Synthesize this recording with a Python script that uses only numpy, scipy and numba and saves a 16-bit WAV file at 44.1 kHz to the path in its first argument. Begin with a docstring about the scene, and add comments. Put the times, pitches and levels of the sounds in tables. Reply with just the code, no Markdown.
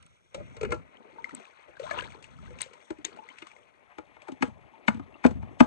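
"""Plastic bucket in a shallow creek

A plastic bucket is dragged, knocked and dipped in a creek, left of a small two-microphone recorder.
Knocks crack, ring the wall modes and thud with a hollow pitch that sinks as the bucket fills.
Drops plink as single rising sines; slosh is clouds of such bubbles, with spray made of noisy grains.
Filtered noise makes the creek's trickle and a low rumble that surges after knocks and follows the slosh."""
import sys
import numpy as np
from scipy import signal
from scipy.fft import rfft, irfft, next_fast_len
from scipy.io import wavfile
from numba import njit

SR = 44100
rng = np.random.default_rng(int(sys.argv[2]) if len(sys.argv) > 2 else 0)


def master(y):
    """Save y as 16-bit WAV."""
    cut = np.clip(np.atleast_2d(y).T, -1, 1)
    pcm = np.round(cut * 32767)  # scale
    wavfile.write(sys.argv[1], SR, pcm.astype(np.int16))


N = 249606

# blows on the bucket: t/s, hollow peak level/dB, hollow tone f/Hz, wall ring level/dB re hollow,
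# crack level/dB re hollow, strongest wall pitch f/Hz
BUCKET_KNOCKS = [(0.346, -28, 526, -5.5, -1, 870), (0.378, -33, 563, -19, -53, 595),
                 (0.402, -34.5, 560, -6.5, -23, 590), (0.567, -40.5, 450, -4, 1.5, 2330),
                 (0.612, -25.5, 433, -4.5, -5.5, 840), (0.632, -20.5, 410.7, -4, -9, 980),
                 (0.65, -29.5, 381, 3.5, -6, 1720), (0.69, -33.5, 456, -9, -25, 895),
                 (0.707, -32.5, 452, -2, -5, 1340), (0.721, -29.5, 448, 13.5, 5, 990),
                 (0.743, -29.5, 331, -3.5, -8, 840), (1.332, -34, 247, -6.5, -41, 614),
                 (1.683, -44.5, 540, -1.5, -22, 660), (2.506, -40, 488, -5, -6.5, 1000),
                 (2.905, -24, 318, -4, -9, 940), (2.986, -38, 297, -11, -15, 2580),
                 (3.047, -39.5, 328, -30, 16, 1990), (3.422, -37.5, 321, 6.5, -2, 2410),
                 (3.984, -31.5, 311, 3, -9.5, 1035), (4.166, -52.5, 315, 14, -19, 1240),
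                 (4.284, -38, 331, 11, -4, 930), (4.294, -33, 271, -15, -22, 867),
                 (4.32, -28.5, 259, -16, -10.5, 860), (4.409, -29.5, 250, -12, -22, 2300),
                 (4.425, -14, 256.7, 7, -8.5, 1250), (4.477, -32.5, 220, -18, -14, 2110),
                 (4.882, -11.5, 214, 7, -6.5, 1790), (4.945, -25.5, 224, -11.5, -20, 780),
                 (4.971, -35, 212, -7, -17, 780), (4.996, -29.5, 267, -5, -22, 900),
                 (5.242, -30, 237, 13.5, -11, 1490), (5.25, -2.5, 244.5, -4.5, -36, 760),
                 (5.263, -22, 243, 3.5, -3, 1780), (5.309, -25.5, 218.5, -7, -14, 623),
                 (5.356, -33.5, 244, -15, -24, 798), (5.428, -34.5, 216, 0, -26, 980),
                 (5.605, 1, 243.3, -1.5, -14.5, 1020)]
# colour of the hard contact noise, also used for drop slaps: f/Hz, level/dB per Hz
CRACK_COLOUR = [(410, -20), (700, -19.5), (881, -6), (1270, -21.5), (1900, -5.5), (2260, -6.5), (2580, -10),
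                (3010, -9), (5030, -19.5), (6620, -17.5), (8150, -18), (9610, -37.5), (12500, -107.5),
                (21100, -120)]
LEAD_IN_DB, LEAD_IN_GROWTH_S = -17.5, 0.0042   # level re wall ring, growth time


def bucket():
    """A knock is uneven contact with a short rattle: it cracks, rings the wall at once, the hollow a little later."""
    out = np.zeros(N)
    t = np.arange(SR // 6) / SR
    white = rng.standard_normal(N)
    crackle = colour(white, CRACK_COLOUR)
    grit = signal.sosfilt(signal.butter(2, 450, "high", fs=SR, output="sos"), white)
    for s, db, hollow_hz, wall_db, crack_db, spot_hz in BUCKET_KNOCKS:
        contact = burst(grit, 0.0018, 0.0093, 0.033)
        hollow = hollow_thud(hollow_hz, white, t)
        wall = wall_ring(contact, hollow_hz, spot_hz)
        crack = burst(crackle, 0.0018, 0.028, 0.25)
        add(out, s - .0025, amp(db) * (peak_one(hollow) + amp(crack_db) * crack))
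        # faint noise swells before each knock
        growth = np.exp(-t[SR // 50:0:-1] / LEAD_IN_GROWTH_S)
        lead_in = burst(crackle, 0.78, 1, 0)[-SR // 50:] * growth
        add(out, s - 1 / 50, amp(db + wall_db + LEAD_IN_DB) * lead_in)
        add(out, s - .0062, amp(db + wall_db) * peak_one(wall))
    return out


HOLLOW_T60_S = 0.069


def hollow_thud(hz, white, t):
    """The stretched wall starts sharp and sags to rest, roughened by a fast loudness wobble at 0.28 of its pitch."""
    sag = .001 * (1 - np.exp(-t / .005))
    onset = 1 - np.exp(-(t * hz / 2.0) ** 2)
    hollow = np.sin(2 * np.pi * hz * (t + sag)) * onset * amp(-60 * t / HOLLOW_T60_S)
    rough_wobble = np.sin(2 * np.pi * (0.28 * hz * t + 0.55 + 0.32 * rng.random()))
    hollow = hollow * (1 + 0.4 * rough_wobble)
    # the shove moves water too
    water_shove = peak_one(ring(burst(white, 0.004, 0.03, 0.05), 110, 0.03))
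    return hollow + 0.13 * (hz / 430) ** 2 * water_shove


# wall modes before the blow's place and the water act on them: f/Hz, level/dB, t60/s
WALL_MODES = [(336.6, 12.5, 0.1), (498.5, 6.5, 0.071), (582, 1, 0.045), (604.4, 2, 0.098),
              (847.2, 7, 0.049), (931, 3, 0.042), (1259, 6, 0.044), (1359.4, 4, 0.077), (1703, -2, 0.066),
              (2155, 6, 0.04), (2246, 1.5, 0.059), (2544, -0.5, 0.077), (2868, -1, 0.05),
              (3558, -0.5, 0.019)]
BEND_LAG_S = 0.0044   # bending waves are slower at low pitch: lag of a 1 kHz mode


def wall_ring(contact, hollow_hz, spot_hz):
    """The contact rings the wall modes; where the blow lands picks the modes."""
    free = (hollow_hz / 430) ** 1.67   # water that lowers the hollow tone also damps the wall
    wall = 0
    for mode_hz, mode_db, mode_t60 in WALL_MODES:
        off_spot = np.log2(mode_hz / spot_hz)   # octaves
        struck_db = mode_db - 5.0 * off_spot ** 2 + 1.5 * rng.standard_normal()
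        lag = round(BEND_LAG_S * np.sqrt(1000 / mode_hz) * SR)
        late = np.pad(contact, (lag, 0))[:len(contact)]
        wall = wall + amp(struck_db) * peak_one(ring(late, mode_hz, free * mode_t60))
    return wall


# single drops and bubbles: t/s, peak level/dB, starting pitch f/Hz, slap level/dB re peak
SINGLE_DROPS = [(0.027, -47, 8300, -3.5), (0.064, -46.5, 8000, -10), (0.97, -44, 3020, -11),
                (1.183, -33.5, 915, -47), (1.243, -20, 2040, -15), (1.269, -40, 930, -38),
                (1.293, -35, 1300, -6), (1.309, -37.5, 1890, -14), (1.349, -25, 7780, -14),
                (1.368, -40.5, 2030, -6), (1.37, -45, 964, -17), (1.399, -39.5, 670, -5),
                (1.453, -39.5, 2450, -8), (1.769, -38.5, 1580, -14), (1.797, -25.5, 529, -10.5),
                (1.819, -37.5, 447, -11), (1.835, -30, 610, -17), (1.849, -35.5, 712, -10),
                (1.875, -35, 920, -12), (1.91, -23, 1676, -39), (1.91, -23.5, 648, -8.5),
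                (1.909, -28, 1224, -13), (1.912, -26, 2165, -17), (1.93, -34, 581, -18),
                (1.961, -36, 1390, -19), (1.975, -27.5, 976, -31), (1.999, -36.5, 980, 3),
                (1.995, -28, 1640, -19), (2.007, -28, 3060, -16), (2.022, -34.5, 523, -2.5),
                (2.021, -32, 1590, -26), (2.046, -36, 2200, -7), (2.053, -36, 927, -11),
                (2.103, -41.5, 2240, -1), (2.121, -38.5, 2170, -8), (2.226, -45, 7950, 7),
                (2.242, -33, 2660, -6), (2.387, -43.5, 1260, -9), (2.557, -45, 528, -17),
                (2.752, -47, 960, -23), (2.602, -39, 920, 0), (2.588, -35, 2540, -1.5),
                (2.607, -28.5, 3760, 3), (2.617, -14, 8000, -8), (2.629, -28.5, 3846, -19.5),
                (2.66, -41, 518, -7), (2.734, -47.5, 475, 7), (3.048, -25.5, 3550, -55),
                (3.05, -14.5, 6620, -12), (3.163, -42.5, 1320, -4), (3.17, -41, 664, -12),
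                (3.187, -33.5, 853, -25), (3.223, -42.5, 887, -35), (3.288, -33.5, 2030, -11.5),
                (3.302, -43, 3020, -52), (3.385, -35.5, 2560, -2.5), (3.469, -37.5, 1130, -2),
                (3.515, -40, 2310, -11), (3.564, -41.5, 2060, -13), (4.219, -38.5, 2420, -5.5),
                (4.273, -39.5, 860, -13), (4.735, -45, 878, -38.5), (5.142, -43.5, 2700, -47)]
DROP_RISE_S = 0.00018   # added to a rise of 1.38 cycles
DROP_CYCLES, CLEAN_CYCLES_PER_DB = 12.5, 2.1   # cycles to die away; the fainter its slap, the longer it rings


def drops():
    """Each drop slaps the surface, then its bubble rings and rises in pitch as it nears the air."""
    out = np.zeros(N)
    t = np.arange(SR // 6) / SR
    crackle = colour(rng.standard_normal(N), CRACK_COLOUR)
    for s, db, hz, slap_db in SINGLE_DROPS:
        life = (DROP_CYCLES - CLEAN_CYCLES_PER_DB * min(slap_db, 0)) / hz
        onset = 1 - np.exp(-(t / (1.38 / hz + DROP_RISE_S)) ** 2)
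        bubble = np.sin(2 * np.pi * hz * t * (1 + 0.06 * t / life)) * onset * amp(-60 * t / life)
        add(out, s, amp(db) * peak_one(bubble))
        add(out, s - .002, amp(db + slap_db) * burst(crackle, 0.0015, 0.026, 0.53))
    return out


# slosh over time: t/s, big bubbles level/dB, small bubbles level/dB, spray level/dB
SLOSH_LEVELS = [(0.0, -97, -67, -76), (0.3, -76.5, -76.5, -75), (0.52, -55.5, -73, -66.5),
                (0.75, -60, -72, -78), (1.05, -58, -62.5, -78), (1.4, -49.5, -53.5, -65),
                (1.6, -115, -63.5, -73.5), (1.78, -68, -56, -77), (1.84, -65, -43, -54.5),
                (1.92, -46.5, -41, -56), (1.965, -53.5, -37.5, -60), (1.99, -39, -30.5, -49.5),
                (2.017, -50, -39.5, -63), (2.04, -46.5, -38, -58.5), (2.08, -56.5, -47.5, -59.5),
                (2.2, -51.5, -57.5, -69.5), (2.35, -74, -60, -70.5), (2.49, -60, -58, -66.5),
                (2.75, -59, -60, -73), (2.85, -67, -60.5, -66), (2.95, -70, -74.5, -74.5),
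                (3.1, -48.5, -57, -74.5), (3.48, -70, -59, -64), (3.75, -71.5, -70, -80),
                (4.4, -62.5, -64.5, -78), (4.8, -57, -65, -81), (5.66, -49, -66, -75.5)]
# colour of the spray: f/Hz, level/dB per Hz
SPRAY_COLOUR = [(1470, -28.5), (2500, -24), (3430, 4.5), (4420, -28), (5060, -20.5), (5760, -4.5),
                (7600, -12.5), (8100, -8), (8500, -10), (8900, -17), (9610, -56), (12500, -80),
                (21100, -120)]


def slosh():
    """Stirred water releases bubble clouds of two sizes and a fine spray of random grains."""
    big_db, small_db, spray_db = in_time(SLOSH_LEVELS)
    big = amp(big_db) * cloud(193, 1167, 700, 4.6, 3.0, 2.9, 1.86)
    small = amp(small_db) * cloud(800, 4210, 2400, 13.0, 4.5, 4.3, -1.5)
    landed = rng.random(N) < 2500 * amp(4.0 * drift(30)) / SR
    grains = landed * rng.standard_normal(N)
    mist = 0.15 * rng.standard_normal(N)
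    spray = amp(spray_db) * colour(rms_one(grains) + mist, SPRAY_COLOUR)
    return big + small + spray


def cloud(low_hz, high_hz, per_s, cycles, spread_db, clump_db, tilt_db):
    """Random bubbles in clumps, pitches spread over the octaves, level tilted in dB per octave upward; rms 1."""
    born = rng.random(N) < per_s * amp(clump_db * drift(15)) / SR
    octaves = np.log2(high_hz / low_hz) * rng.random(N)[born]
    loudness_db = spread_db * np.minimum(rng.exponential(1, N), 4)[born]
    sizes = amp(loudness_db + tilt_db * octaves)
    lives = cycles * amp(rng.normal(0, 5.6, N)[born] + 0.19 * octaves)
    steps = 2 * np.pi * low_hz * 2 ** octaves / SR   # radians a sample
    out = np.zeros(N)
    add_bubbles(out, np.flatnonzero(born), sizes, steps, lives, 0.25)
    return rms_one(out)


@njit
def add_bubbles(out, at, size, step, cycles, rise):
    """Each bubble is a dying sine whose pitch climbs as it nears the surface."""
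    for k in range(len(at)):
        life = cycles[k] * 2 * np.pi / step[k]
        for i in range(min(int(life), len(out) - at[k])):
            tone = np.sin(step[k] * i * (1 + rise * i / life))
            out[at[k] + i] += size[k] * tone * np.exp(-6.9 * i / life) * min(1, step[k] * i / 9)


# colour of the trickle: f/Hz, level/dB per Hz
TRICKLE_COLOUR = [(88, -65.5), (150, -23), (299, -2.5), (336, -4.5), (451, -3.5), (632, 6), (1060, 0),
                  (1480, -7.5), (1870, 2), (2300, 0.5), (5000, -32.5), (6500, -69), (11000, -120)]
# trickle over time, before its random wavering: t/s, level/dB
TRICKLE_LEVEL = [(0, -71.5), (.3, -71.5), (.4, -58), (3.0, -59.5), (4.5, -58), (5.66, -57.5)]


def trickle():
    """The creek is smooth coloured noise; each of three ranges of pitch wavers on its own."""
    flow = colour(rng.standard_normal(N), TRICKLE_COLOUR)
    low, mid = (signal.sosfiltfilt(signal.butter(2, hz, fs=SR, output="sos"), flow) for hz in (800, 1700))
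    wavering = 0
    for band in (low, mid - low, flow - mid):
        wavering = wavering + band * amp(0.5 * drift(5.3) + 4.35 * drift(19))
    return amp(in_time(TRICKLE_LEVEL)[0]) * wavering


# colour of the rumble: f/Hz, level/dB per Hz
RUMBLE_COLOUR = [(15, -52.5), (35, -22.5), (70, -14.5), (150, -17), (260, -25.5), (600, -95.5)]


def rumble():
    """Low coloured noise whose level surges with knocks and slosh and wanders slowly."""
    small_db = in_time(SLOSH_LEVELS)[1]
    level_db = surge(small_db) + 7.9 * drift(1.5)
    return amp(level_db) * colour(rng.standard_normal(N), RUMBLE_COLOUR)


RUMBLE_DB, RUMBLE_FOLLOWS = -32, 0.74   # surge scale for a 0 dB knock, share of the knock's dB
RUMBLE_RISE_S, RUMBLE_T60_S = 0.0084, 0.7
RUMBLE_REST_DB, RUMBLE_SLOSH_SHARE = -64, 0.81   # level at -60 dB small bubbles, share of their swing


def surge(small_db):
    """Rumble level in dB: powers add as it swells and dies after every knock and follows the small bubbles."""
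    blows = np.zeros(N)
    for s, db, *_ in BUCKET_KNOCKS:
        blows[round(s * SR)] = amp(RUMBLE_DB + RUMBLE_FOLLOWS * db) ** 2
    t = np.arange(SR) / SR
    shape = (1 - np.exp(-t / RUMBLE_RISE_S)) * amp(-60 * t / RUMBLE_T60_S)
    knock_power = np.abs(signal.fftconvolve(blows, shape ** 2)[:N])
    slosh_power = amp(RUMBLE_REST_DB + RUMBLE_SLOSH_SHARE * (small_db + 60)) ** 2
    return 10 * np.log10(knock_power + slosh_power)


BANK_DB, BANK_T60_S, BANK_DULL_HZ = -23.5, 0.15, 1410   # level in the left channel, decay, upper band edge


def banks(x):
    """Short dull scatter from banks and trunks, unrelated in the two channels."""
    t = np.arange(SR // 4) / SR
    tail = rng.standard_normal((2, len(t))) * amp(-60 * t / BANK_T60_S) * (t > .004)
    tail = signal.sosfilt(signal.butter(2, [450, BANK_DULL_HZ], "band", fs=SR, output="sos"), tail)
    tail = tail / np.sqrt(np.sum(tail ** 2, axis=1, keepdims=True))
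    return signal.fftconvolve(x[None], tail, axes=1)[:, :N]


# body shading of the right microphone above the bass: t/s, level/dB
BODY_SHADE = [(0, 3.5), (.3, -4), (.5, -4.5), (1.0, -8), (2.0, -11.5), (3.0, -10.5), (4.0, -10)]
# right channel against left before the bucket moves: f/Hz, phase/rad
PHASE_BEFORE = [(0, np.pi), (40, 2.5), (180, 2.3), (260, 2.0), (350, 1.2), (700, -3.1), (1200, -4.3),
                (1700, -9.0), (2200, -11.5), (2600, -14.0), (3500, -15.6), (4100, -19.0), (4400, -18.6),
                (5200, -15.7), (7600, -9.4), (12000, 1.0)]
# right channel against left once the bucket has moved: f/Hz, phase/rad, level/dB
PATH_AFTER = [(0, np.pi, -5), (60, 2.4, -5), (300, 2.0, -4), (680, 1.6, -16), (950, -1.1, -16),
              (1300, -1.5, -9), (2400, -4.7, -9), (3900, -6.8, -12), (5200, -3.1, -8), (7600, 3.2, -8),
              (9000, 6.5, -19)]
SHADE_HZ, BASS_SHADE_DB, RIGHT_DULL_HZ = 374, -2.5, 6700   # bass edge, bass level, top roll-off before the move
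MOVED_S = 3.9   # the new path is fully in, after a 0.1 s crossfade


def right_channel(x):
    """The far microphone: phase turned by band, duller, body-shaded; the path changes when the bucket moves."""
    size = next_fast_len(N + SR // 10)
    grid = np.arange(size // 2 + 1) * SR / size
    spectrum = rfft(x, size)
    hz, turn = np.transpose(PHASE_BEFORE)
    dulling = np.sqrt(1 + (grid / RIGHT_DULL_HZ) ** 12)
    turned = irfft(spectrum * np.exp(1j * np.interp(grid, hz, turn)) / dulling, size)[:N]
    bass = signal.sosfiltfilt(signal.butter(2, SHADE_HZ, fs=SR, output="sos"), turned)
    before = amp(BASS_SHADE_DB) * bass + amp(in_time(BODY_SHADE)[0]) * (turned - bass)
    hz, turn, db = np.transpose(PATH_AFTER)
    path = np.exp(1j * np.interp(grid, hz, turn)) * amp(np.interp(grid, hz, db))
    after = irfft(spectrum * path, size)[:N]
    share = np.clip(10 * (np.arange(N) / SR - MOVED_S) + 1, 0, 1)
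    return before + share * (after - before)


def amp(db):
    """Amplitude factor of a level in dB."""
    return 10 ** (np.asarray(db) / 20)


def rms_one(x):
    """Scales x to rms 1."""
    return x / np.sqrt(np.mean(x ** 2) + 1e-20)


def peak_one(x):
    """Scales x to peak 1."""
    return x / np.max(np.abs(x))


def in_time(rows):
    """Draws each column after t/s as a line over the whole scene."""
    s, *columns = np.transpose(rows)
    return [np.interp(np.arange(N) / SR, s, c) for c in columns]


def colour(x, spectrum):
    """Filters x by a curve of f/Hz, level/dB; rms 1."""
    hz, db = np.transpose(spectrum)
    size = next_fast_len(N)
    grid = np.log(np.arange(1, size // 2 + 2) * SR / size)
    return rms_one(irfft(rfft(x, size) * amp(np.interp(grid, np.log(hz), db)), size)[:N])


def drift(rate):
    """Slow random wander of spread 1, smoothed above a rate in Hz."""
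    r = np.exp(-80 * np.pi * rate / SR)   # one step is 40 samples
    slow = signal.lfilter([1], [1, -2 * r, r * r], rng.standard_normal(N // 40 + 2002))[2000:]
    return np.interp(np.arange(N) / 40, np.arange(len(slow)), rms_one(slow))


def ring(clicks, hz, t60):
    """A resonator: a unit click sets a dying sine of height 1 ringing."""
    r, w = amp(-60 / (t60 * SR)), 2 * np.pi * hz / SR
    return signal.lfilter([0, np.sin(w)], [1, -2 * r * np.cos(w), r * r], clicks + 1e-18)


def burst(noise, rise_s, tail_s, tail):
    """A random stretch of noise under a quick swell with a longer, uneven tail; peak 1."""
    t = np.arange(SR // 6) / SR
    start = rng.integers(0, N - len(t))
    uneven = amp(np.repeat(rng.normal(0, 0.98, len(t) // 100 + 1), 100)[:len(t)])
    rattle = tail * uneven * np.exp(-t / tail_s) * (1 - np.exp(-t / rise_s))
    return peak_one(noise[start:start + len(t)] * (swell(rise_s, t) + rattle))


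def swell(rise_s, t):
    """Grows smoothly to 1 at twice the rise time, then dies."""
    return (t / rise_s / 2) ** 2 * np.exp(2 - np.minimum(t / rise_s, 60))


def add(out, s, sound):
    """Mixes a sound in at s seconds."""
    at = round(s * SR)
    out[at:at + len(sound)] += sound[:N - at]


def scene():
    """Mixes all sources on the left, derives the right from them and adds the scatter, 5 dB weaker on the right."""
    near = bucket() + drops() + slosh() + trickle() + rumble()
    scatter = amp(BANK_DB) * banks(near) * amp([[0], [-5]])
    return np.array([near, right_channel(near)]) + scatter


HISS_DB, CUTOFF_HZ = -82.5, 12800   # hiss rms before the final cut, edge of that cut


def record(dry):
    """The microphones lose deep bass and top; peaks are rounded, a faint hiss is added, the top is cut."""
    thinned = signal.sosfilt(signal.butter(3, 38, "high", fs=SR, output="sos"), dry)
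    rounded = thinned / (1 + (thinned / .95) ** 6) ** (1 / 6)
    dulled = signal.sosfilt(signal.butter(7, 9300, fs=SR, output="sos"), rounded)
    # the sound port resonates
    ported = dulled + 0.5 * signal.lfilter(*signal.iirpeak(8150, 14, fs=SR), dulled)
    hiss = amp(HISS_DB) * rng.standard_normal(dry.shape)
    return signal.sosfilt(signal.cheby2(12, 70, CUTOFF_HZ, fs=SR, output="sos"), ported + hiss)


dry = scene()
out = record(dry)
master(out)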